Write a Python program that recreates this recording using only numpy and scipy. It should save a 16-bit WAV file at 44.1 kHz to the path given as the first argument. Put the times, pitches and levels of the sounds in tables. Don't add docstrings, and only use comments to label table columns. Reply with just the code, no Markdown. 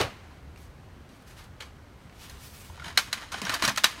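import sys
import numpy as np
from scipy import signal
from scipy.fft import rfft, irfft
from scipy.io import wavfile
from scipy.ndimage import uniform_filter1d

SR = 44100
rng = np.random.default_rng(int(sys.argv[2]) if len(sys.argv) > 2 else 0)


def bounce(signal):
    frames = np.transpose(np.atleast_2d(signal))
    limited = np.clip(frames, -1, 1)
    pcm = np.round(limited * 32767).astype(np.int16)
    wavfile.write(sys.argv[1], SR, pcm)


def rack_gain(trim_db):
    fader = np.asarray(trim_db, float)
    return 10 ** (fader / 20)


N = 176400

# (frequency [Hz], t60 [s])
ROOM_DECAY = [(200, 0.183), (1400, 0.2813), (4000, 0.28), (10000, 0.304)]


def rms_one(x):
    return x / np.sqrt(np.mean(x ** 2) + 1e-20)


def at_hz(points, hz):
    point_hz, value = np.transpose(points)
    return np.interp(np.log(hz + 1e-9), np.log(point_hz), value)


def drift(rate):
    r = np.exp(-80 * np.pi * rate / SR)
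    slow = signal.lfilter([1], [1, -2 * r, r * r], rng.standard_normal(N // 40 + 2002))[2000:]
    return np.interp(np.arange(N) / 40, np.arange(len(slow)), rms_one(slow))


def ring(clicks, hz, t60):
    r = rack_gain(-60 / (t60 * SR))
    w = 2 * np.pi * hz / SR
    return signal.lfilter([0, np.sin(w)], [1, -2 * r * np.cos(w), r * r], clicks + 1e-18)


def bands(x, gain_of_band):
    edges = 25 * 2 ** np.arange(0, 9.6, 0.5)
    total = 0
    for k, (low, high) in enumerate(zip(edges, edges[1:])):
        band = signal.butter(2, [low, high], "band", fs=SR, output="sos")
        total = total + gain_of_band(np.sqrt(low * high)) * signal.sosfilt(band, x[k % len(x)])
    return total


def contacts(size, per_s, spread_db):
    sizes = rack_gain(spread_db * np.minimum(rng.exponential(1, size), 4)) * rng.choice([-1, 1], size)
    return sizes * (rng.random(size) < per_s / SR)


def shell(clicks, tilt_db):
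    # (frequency [Hz], level [dB per Hz])
    crack_colour = [(120, -39.5), (200, -4.5), (456, -20), (1120, 0), (3560, -6), (3900, -3.5),
                    (4950, -9.5), (11900, -22.5), (16000, -30.5)]
    hz = np.fft.rfftfreq(2048, 1 / SR)
    colour_db = at_hz(crack_colour, hz) + tilt_db * np.log2(np.maximum(hz, 200) / 2000)
    cepstrum = irfft(np.log(rack_gain(colour_db)))
    cepstrum[1:1024] *= 2
    cepstrum[1025:] = 0
    response = irfft(np.exp(rfft(cepstrum)))
    return rms_one(signal.fftconvolve(clicks, response)[:len(clicks)])


def tray(clicks, tilt_db, crack_db, scatter_db):
    # (frequency [Hz], level [dB], t60 [s])
    tray_modes = [(732.2, -0.5, 0.12), (1031.6, -1, .1), (1250, -3, 0.091), (1740, -6, 0.22),
                  (1940, 3.5, 0.14), (2375, -16, 0.086), (3030, -9, 0.055), (3100, 1.5, 0.076),
                  (3886, -9.5, 0.087), (4320, -28.5, 0.1), (5764, 5.5, 0.16), (6600, 6.5, 0.055),
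                  (8930, 5, 0.041), (9500, -26, .05)]
    damping, longest_cycles, detune = 0.4, 28, 0.0478
    modes = 0
    for hz, db, t60 in tray_modes:
        level_db = db + tilt_db * np.log2(hz / 2000) + scatter_db * rng.normal()
        pitch = hz * (1 + detune * rng.normal())
        modes = modes + rack_gain(level_db) * ring(clicks, pitch, min(damping * t60, longest_cycles / hz))
    return rms_one(rms_one(modes) + rack_gain(crack_db) * shell(clicks, tilt_db))


def hits(rows):
    size = 4096
    out, t = np.zeros((2, N + size)), np.arange(size) / SR
    for start, db, hz, tilt_db, chatter in rows:
        clicks = contacts(size, per_s=1200, spread_db=0.0) + 0.444 * rng.standard_normal(size)
        attack = np.minimum(t / (0.00047 + 0.226 * chatter), 1)
        clicks = clicks * attack * np.exp(-(t / max(chatter, 0.001)) ** 1.647)
        body = tray(clicks, tilt_db, crack_db=7.5, scatter_db=7.0)
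        snap = shell(clicks * np.exp(-t / 0.00215), tilt_db + 3.0)
        accent = rms_one(ring(clicks, hz, t60=0.0157))
        direct = body + rack_gain(-9) * snap + rack_gain(-3) * accent
        single_click = 1.0 * (np.arange(size) == int(chatter * SR / 2))
        to_room = shell(single_click, tilt_db) + rack_gain(-10) * body
        peak = np.sqrt(np.max(uniform_filter1d(direct ** 2, size=220)))
        i = int(start * SR)
        out[:, i:i + size] += rack_gain(db - 8) * np.array([direct, to_room]) / peak
    low_cut = signal.butter(3, 481, "high", fs=SR, output="sos")
    return signal.sosfilt(low_cut, out[:, :N])


def pushes(rows, cycles):
    out, size = np.zeros(N + SR), SR // 2
    for start, db, hz in rows:
        turns = np.arange(size) / SR * hz
        rise = np.sin(np.pi / 2 * np.minimum(turns / 1.3, 1)) ** 2
        i = int(start * SR)
        out[i:i + size] += rack_gain(db - 60 * turns / cycles) * rise * np.sin(2 * np.pi * turns)
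    return out[:N]


def slam():
    # (frequency [Hz], level [dB per Hz])
    boom_colour = [(30, -21), (70, 8), (130, -2.5), (250, -7), (410, -2), (900, -4.5), (3140, -10.5),
                   (16000, -38)]
    slam_db, t60_s = -25, 0.2135
    t = np.arange(N) / SR

    def gain(hz):
        panel = rack_gain(-60 * t / t60_s * (hz / 1000) ** 0.108)
        tail = rack_gain(-60 * t / at_hz(ROOM_DECAY, hz) / 3.2)
        return rack_gain(at_hz(boom_colour, hz)) * (panel + 0.103 * tail)

    boom = bands(rng.standard_normal((2, N)), gain)
    return rack_gain(slam_db) * boom / np.std(boom[:1000])


def slam_bounce():
    # (time [s], peak [dB], strongest ring [Hz], brightness [dB per octave], chatter [s])
    panel_bounces = [
        (.001, -23, 410, -5., .008),
        (.011, -18, 3000, 2., .006),
        (.031, -30, 3000, 2., .004),
    ]
    return hits(panel_bounces)


def bumps():
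    # (time [s], peak [dB], pitch [Hz])
    body_bumps = [(3.417, -29, 225), (3.436, -29, 190), (3.634, -31, 215), (3.672, -28, 130),
                  (3.674, -26, 205), (3.68, -30, 290), (3.708, -32, 205), (3.73, -36, 250),
                  (3.478, -34, 110), (3.494, -35, 270), (2.691, -33, 82), (3.13, -32, 664),
                  (3.623, -22, 720), (2.77, -35, 72), (2.8, -37, 150), (2.86, -36, 170), (3.68, -25, 600),
                  (2.98, -34, 426), (3.776, -32, 620), (3.838, -34, 210), (.002, -19, 406),
                  (.004, -24, 120), (3.42, -34, 410), (1.61, -42, 500)]
    return pushes(body_bumps, cycles=19)


def air():
    # (frequency [Hz], level [dB per Hz])
    air_colour = [(15, -39), (25, -3), (76, -2), (270, -12.5), (301, -21), (335, -15), (911, -21),
                  (1070, -19.5), (16000, -48.5)]

    def gain(hz):
        unrest_db = 0.1049 + 1.15 * (hz < 300)
        return rack_gain(at_hz(air_colour, hz) + unrest_db * drift(3.49))

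    return rack_gain(-49.5) * rms_one(bands(rng.standard_normal((2, N)), gain))


def drone():
    hum = rms_one(ring(rng.standard_normal(N), hz=74.16, t60=0.167))
    return rack_gain(-55.5 + 3.36 * drift(2.29)) * hum


def rubs():
    # (start [s], rise [s], fall [s], level [dB], brightness [dB per octave])
    rub_swells = [(.2, 0.061, 0.204, -65.5, -7), (.55, 0.052, 0.145, -59.5, 2),
                  (1.07, 0.035, 0.305, -63, -2), (1.26, 0.0224, 0.15, -56, -1),
                  (1.35, 0.0366, 0.121, -52, -2.5), (1.599, 0.0059, 0.13, -52.5, -4.5),
                  (1.9, 0.149, 0.109, -66, -3), (2.08, 0.09, 0.105, -60, -1),
                  (2.17, 0.0425, 0.1467, -47, -0.5), (2.27, 0.061, 0.345, -53, -1),
                  (2.36, 0.122, 0.232, -52.5, 4), (2.52, 0.113, 0.198, -53.5, 0)]
    # (frequency [Hz], level [dB per Hz])
    cloth_colour = [(590, -20), (1000, 3), (2410, -2), (2910, 3.5), (3980, 0), (12400, -7), (16000, -12)]
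    t = np.arange(N) / SR
    start, rise, fall, db, tilt_db = np.transpose(rub_swells)[:, :, None]
    ramp = np.minimum((t - start) / rise, 1 - (t - start - rise) / fall)
    swells = np.sin(np.pi / 2 * np.clip(ramp, 0, 1)) ** 2
    grain = rng.standard_normal((2, N)) + 0.182 * contacts(N, per_s=600, spread_db=8.0)

    def gain(hz):
        if hz <= 900:
            return 0
        swelling = (rack_gain(db + tilt_db * np.log2(hz / 5000)).T @ swells)[0]
        return rack_gain(at_hz(cloth_colour, hz) + 1.5 + 0.874 * drift(13)) * swelling

    return rack_gain(1.8 * drift(16.8)) * bands(grain, gain)


def clacks():
    # (time [s], peak [dB], strongest ring [Hz], brightness [dB per octave], chatter [s])
    tray_clacks = [(0.5596, -41, 2754, -1, 0.0028), (0.574, -46.5, 2500, 2, 0.0048),
                   (1.604, -30, 4014, -1, 0.01), (1.62, -35, 2305, -0.5, .013),
                   (2.0951, -46, 2700, -3, 0.0045), (2.1248, -46, 2760, -2.5, 0.0078),
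                   (2.2959, -35, 4180, 5, 0.0047), (2.9741, -3.5, 4236, 1.5, 0.0048),
                   (2.984, -16.5, 1532, 1.5, 0.01427), (3.1279, -14, 4086, 1.5, 0.0066),
                   (3.8417, -1.5, 3870, 1, 0.0052)]
    return hits(tray_clacks)


def snaps():
    # (time [s], peak [dB], strongest ring [Hz], brightness [dB per octave], chatter [s])
    paper_snaps = [
        (1.09, -50.5, 4030, 5.5, .004),
        (1.222, -53.5, 9000, 10, 0.0043),
        (1.308, -44.5, 3500, -2, 0.005),
        (1.44, -46, 9660, 9, 0.0036),
        (3.074, -43, 9800, 7, 0.0015),
        (2.885, -39.5, 1700, -4.5, 0.007),
        (2.905, -37, 1730, -2.5, 0.0045),
    ]
    return hits(paper_snaps)


def pings():
    # (time [s], peak [dB], pitch [Hz])
    guide_pings = [(2.698, -44, 922), (2.777, -43, 930), (2.799, -36.5, 1432), (2.821, -33, 1408),
                   (2.845, -37.5, 1705), (2.846, -34, 3120), (2.862, -41, 899), (2.885, -39, 894),
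                   (2.988, -32, 1120), (1.607, -30.5, 2953), (1.612, -34.5, 3260), (3.225, -40.5, 894),
                   (1.612, -49.5, 1610)]
    return pushes(guide_pings, cycles=42)


def rattles():
    # (time [s], peak [dB], strongest ring [Hz], brightness [dB per octave], chatter [s])
    rail_rattles = [(2.697, -39, 987, -13, 0.0099), (2.796, -34.5, 2190, -4, 0.007),
                    (2.819, -53.5, 1410, -5.5, 0.008), (2.8435, -30, 3100, -3, 0.00544),
                    (3.219, -33, 1940, -2, 0.01305), (3.318, -25.5, 1493, -0.5, 0.0214),
                    (3.342, -21, 1613, -4.5, 0.0052), (3.416, -22, 1142, 1, 0.0052),
                    (3.4505, -23, 5600, -2.5, 0.006), (3.443, -39.5, 2500, 14, .005),
                    (3.4665, -20, 1615, -3, 0.0093), (3.494, -14.5, 1715, -2, 0.00514),
                    (3.499, -20.5, 1550, 0, 0.0077), (3.514, -29, 1506, -0.5, 0.0181),
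                    (3.534, -20.5, 1110, -11, 0.00413), (3.5385, -17.5, 4560, 3, 0.0097),
                    (3.549, -20.5, 1600, -7, 0.0052), (3.562, -26, 1730, -3, 0.007),
                    (3.622, -12.5, 1136, -2, 0.006), (3.629, -22.5, 4270, 4.5, .006),
                    (3.643, -23.5, 4010, 1, 0.00394), (3.6495, -13, 5750, 3, 0.00405),
                    (3.655, -20.5, 1250, 2.5, .006), (3.666, -28.5, 1200, -2.5, .008),
                    (3.6765, -13, 1880, 1.5, 0.006), (3.683, -13.5, 1928, -1, .008),
                    (3.693, -20, 1204, 1, 0.005), (3.7, -19, 902, -6.5, .005),
                    (3.71, -42, 1200, -4.5, 0.0046), (3.7605, -24, 3200, 2, 0.00346),
                    (3.774, -14.5, 1466, 1, 0.00561), (3.779, -15, 1940, 1.5, 0.00526),
                    (3.836, -16, 1484, 1.5, 0.0089), (3.976, -52.5, 1200, 2.5, 0.0059)]
    return hits(rail_rattles)


def scrape():
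    # (time [s], level [dB])
    scrape_levels = [(2.7, -61), (2.79, -54.5), (2.86, -45), (2.95, -53), (3.1, -51), (3.21, -45.5),
                     (3.3, -57), (3.36, -42), (3.41, -47.5), (3.46, -39.5), (3.55, -36.5), (3.59, -45.5),
                     (3.65, -34), (3.73, -48), (3.8, -46.5), (3.9, -48.5), (4.0, -52)]
    time, db = np.transpose(scrape_levels)
    gain = rack_gain(np.interp(np.arange(N) / SR, time, db, left=-120) + 3.16 * drift(31))
    clicks = contacts(N, per_s=1500, spread_db=1.0)
    return gain * tray(clicks, tilt_db=-1.22, crack_db=8, scatter_db=1.5)


def room(x):
    room_db, delay_s = -4, 0.00187
    early_db, early_t60_s = 9.5, 0.0664
    t = np.arange(SR // 2) / SR

    def fade(hz):
        return rack_gain(-60 * t / at_hz(ROOM_DECAY, hz)) + rack_gain(early_db - 60 * t / early_t60_s)

    tail = bands(rng.standard_normal((2, len(t))), fade) * np.clip(t / delay_s - 0.5, 0, 1)
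    return rack_gain(room_db) * signal.fftconvolve(x, tail / np.sqrt(np.sum(tail ** 2)))[:N]


def scene():
    near = slam_bounce() + rubs() + clacks() + snaps() + pings() + rattles() + scrape()
    direct, to_room = near
    mix = direct + room(to_room) + slam() + bumps() + air() + drone()
    return mix[None]


def roll_off(x):
    return signal.sosfilt(signal.butter(12, 16690, fs=SR, output="sos"), x)


def record(dry):
    # (centre [Hz], width [Hz], depth [0-1])
    mic_dips = [(10336, 259, 0.35), (7040, 224, 0.12)]
    peak_top, bass_cut_hz = 0.96, 26.3
    hz = np.fft.rfftfreq(N, 1 / SR)
    response = hz ** 2 / (hz ** 2 + bass_cut_hz ** 2)
    for centre, width, depth in mic_dips:
        response = response * (1 - np.clip(depth, 0, 0.9) * np.exp(-((hz - centre) / width) ** 2))
    squashed = peak_top * np.tanh(dry / peak_top)
    heard = irfft(rfft(squashed) * response, N)
    top_cut = signal.cheby2(12, 50, 16500, fs=SR, output="sos")
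    return roll_off(signal.sosfilt(top_cut, heard))


dry = scene()
out = record(dry)
bounce(out)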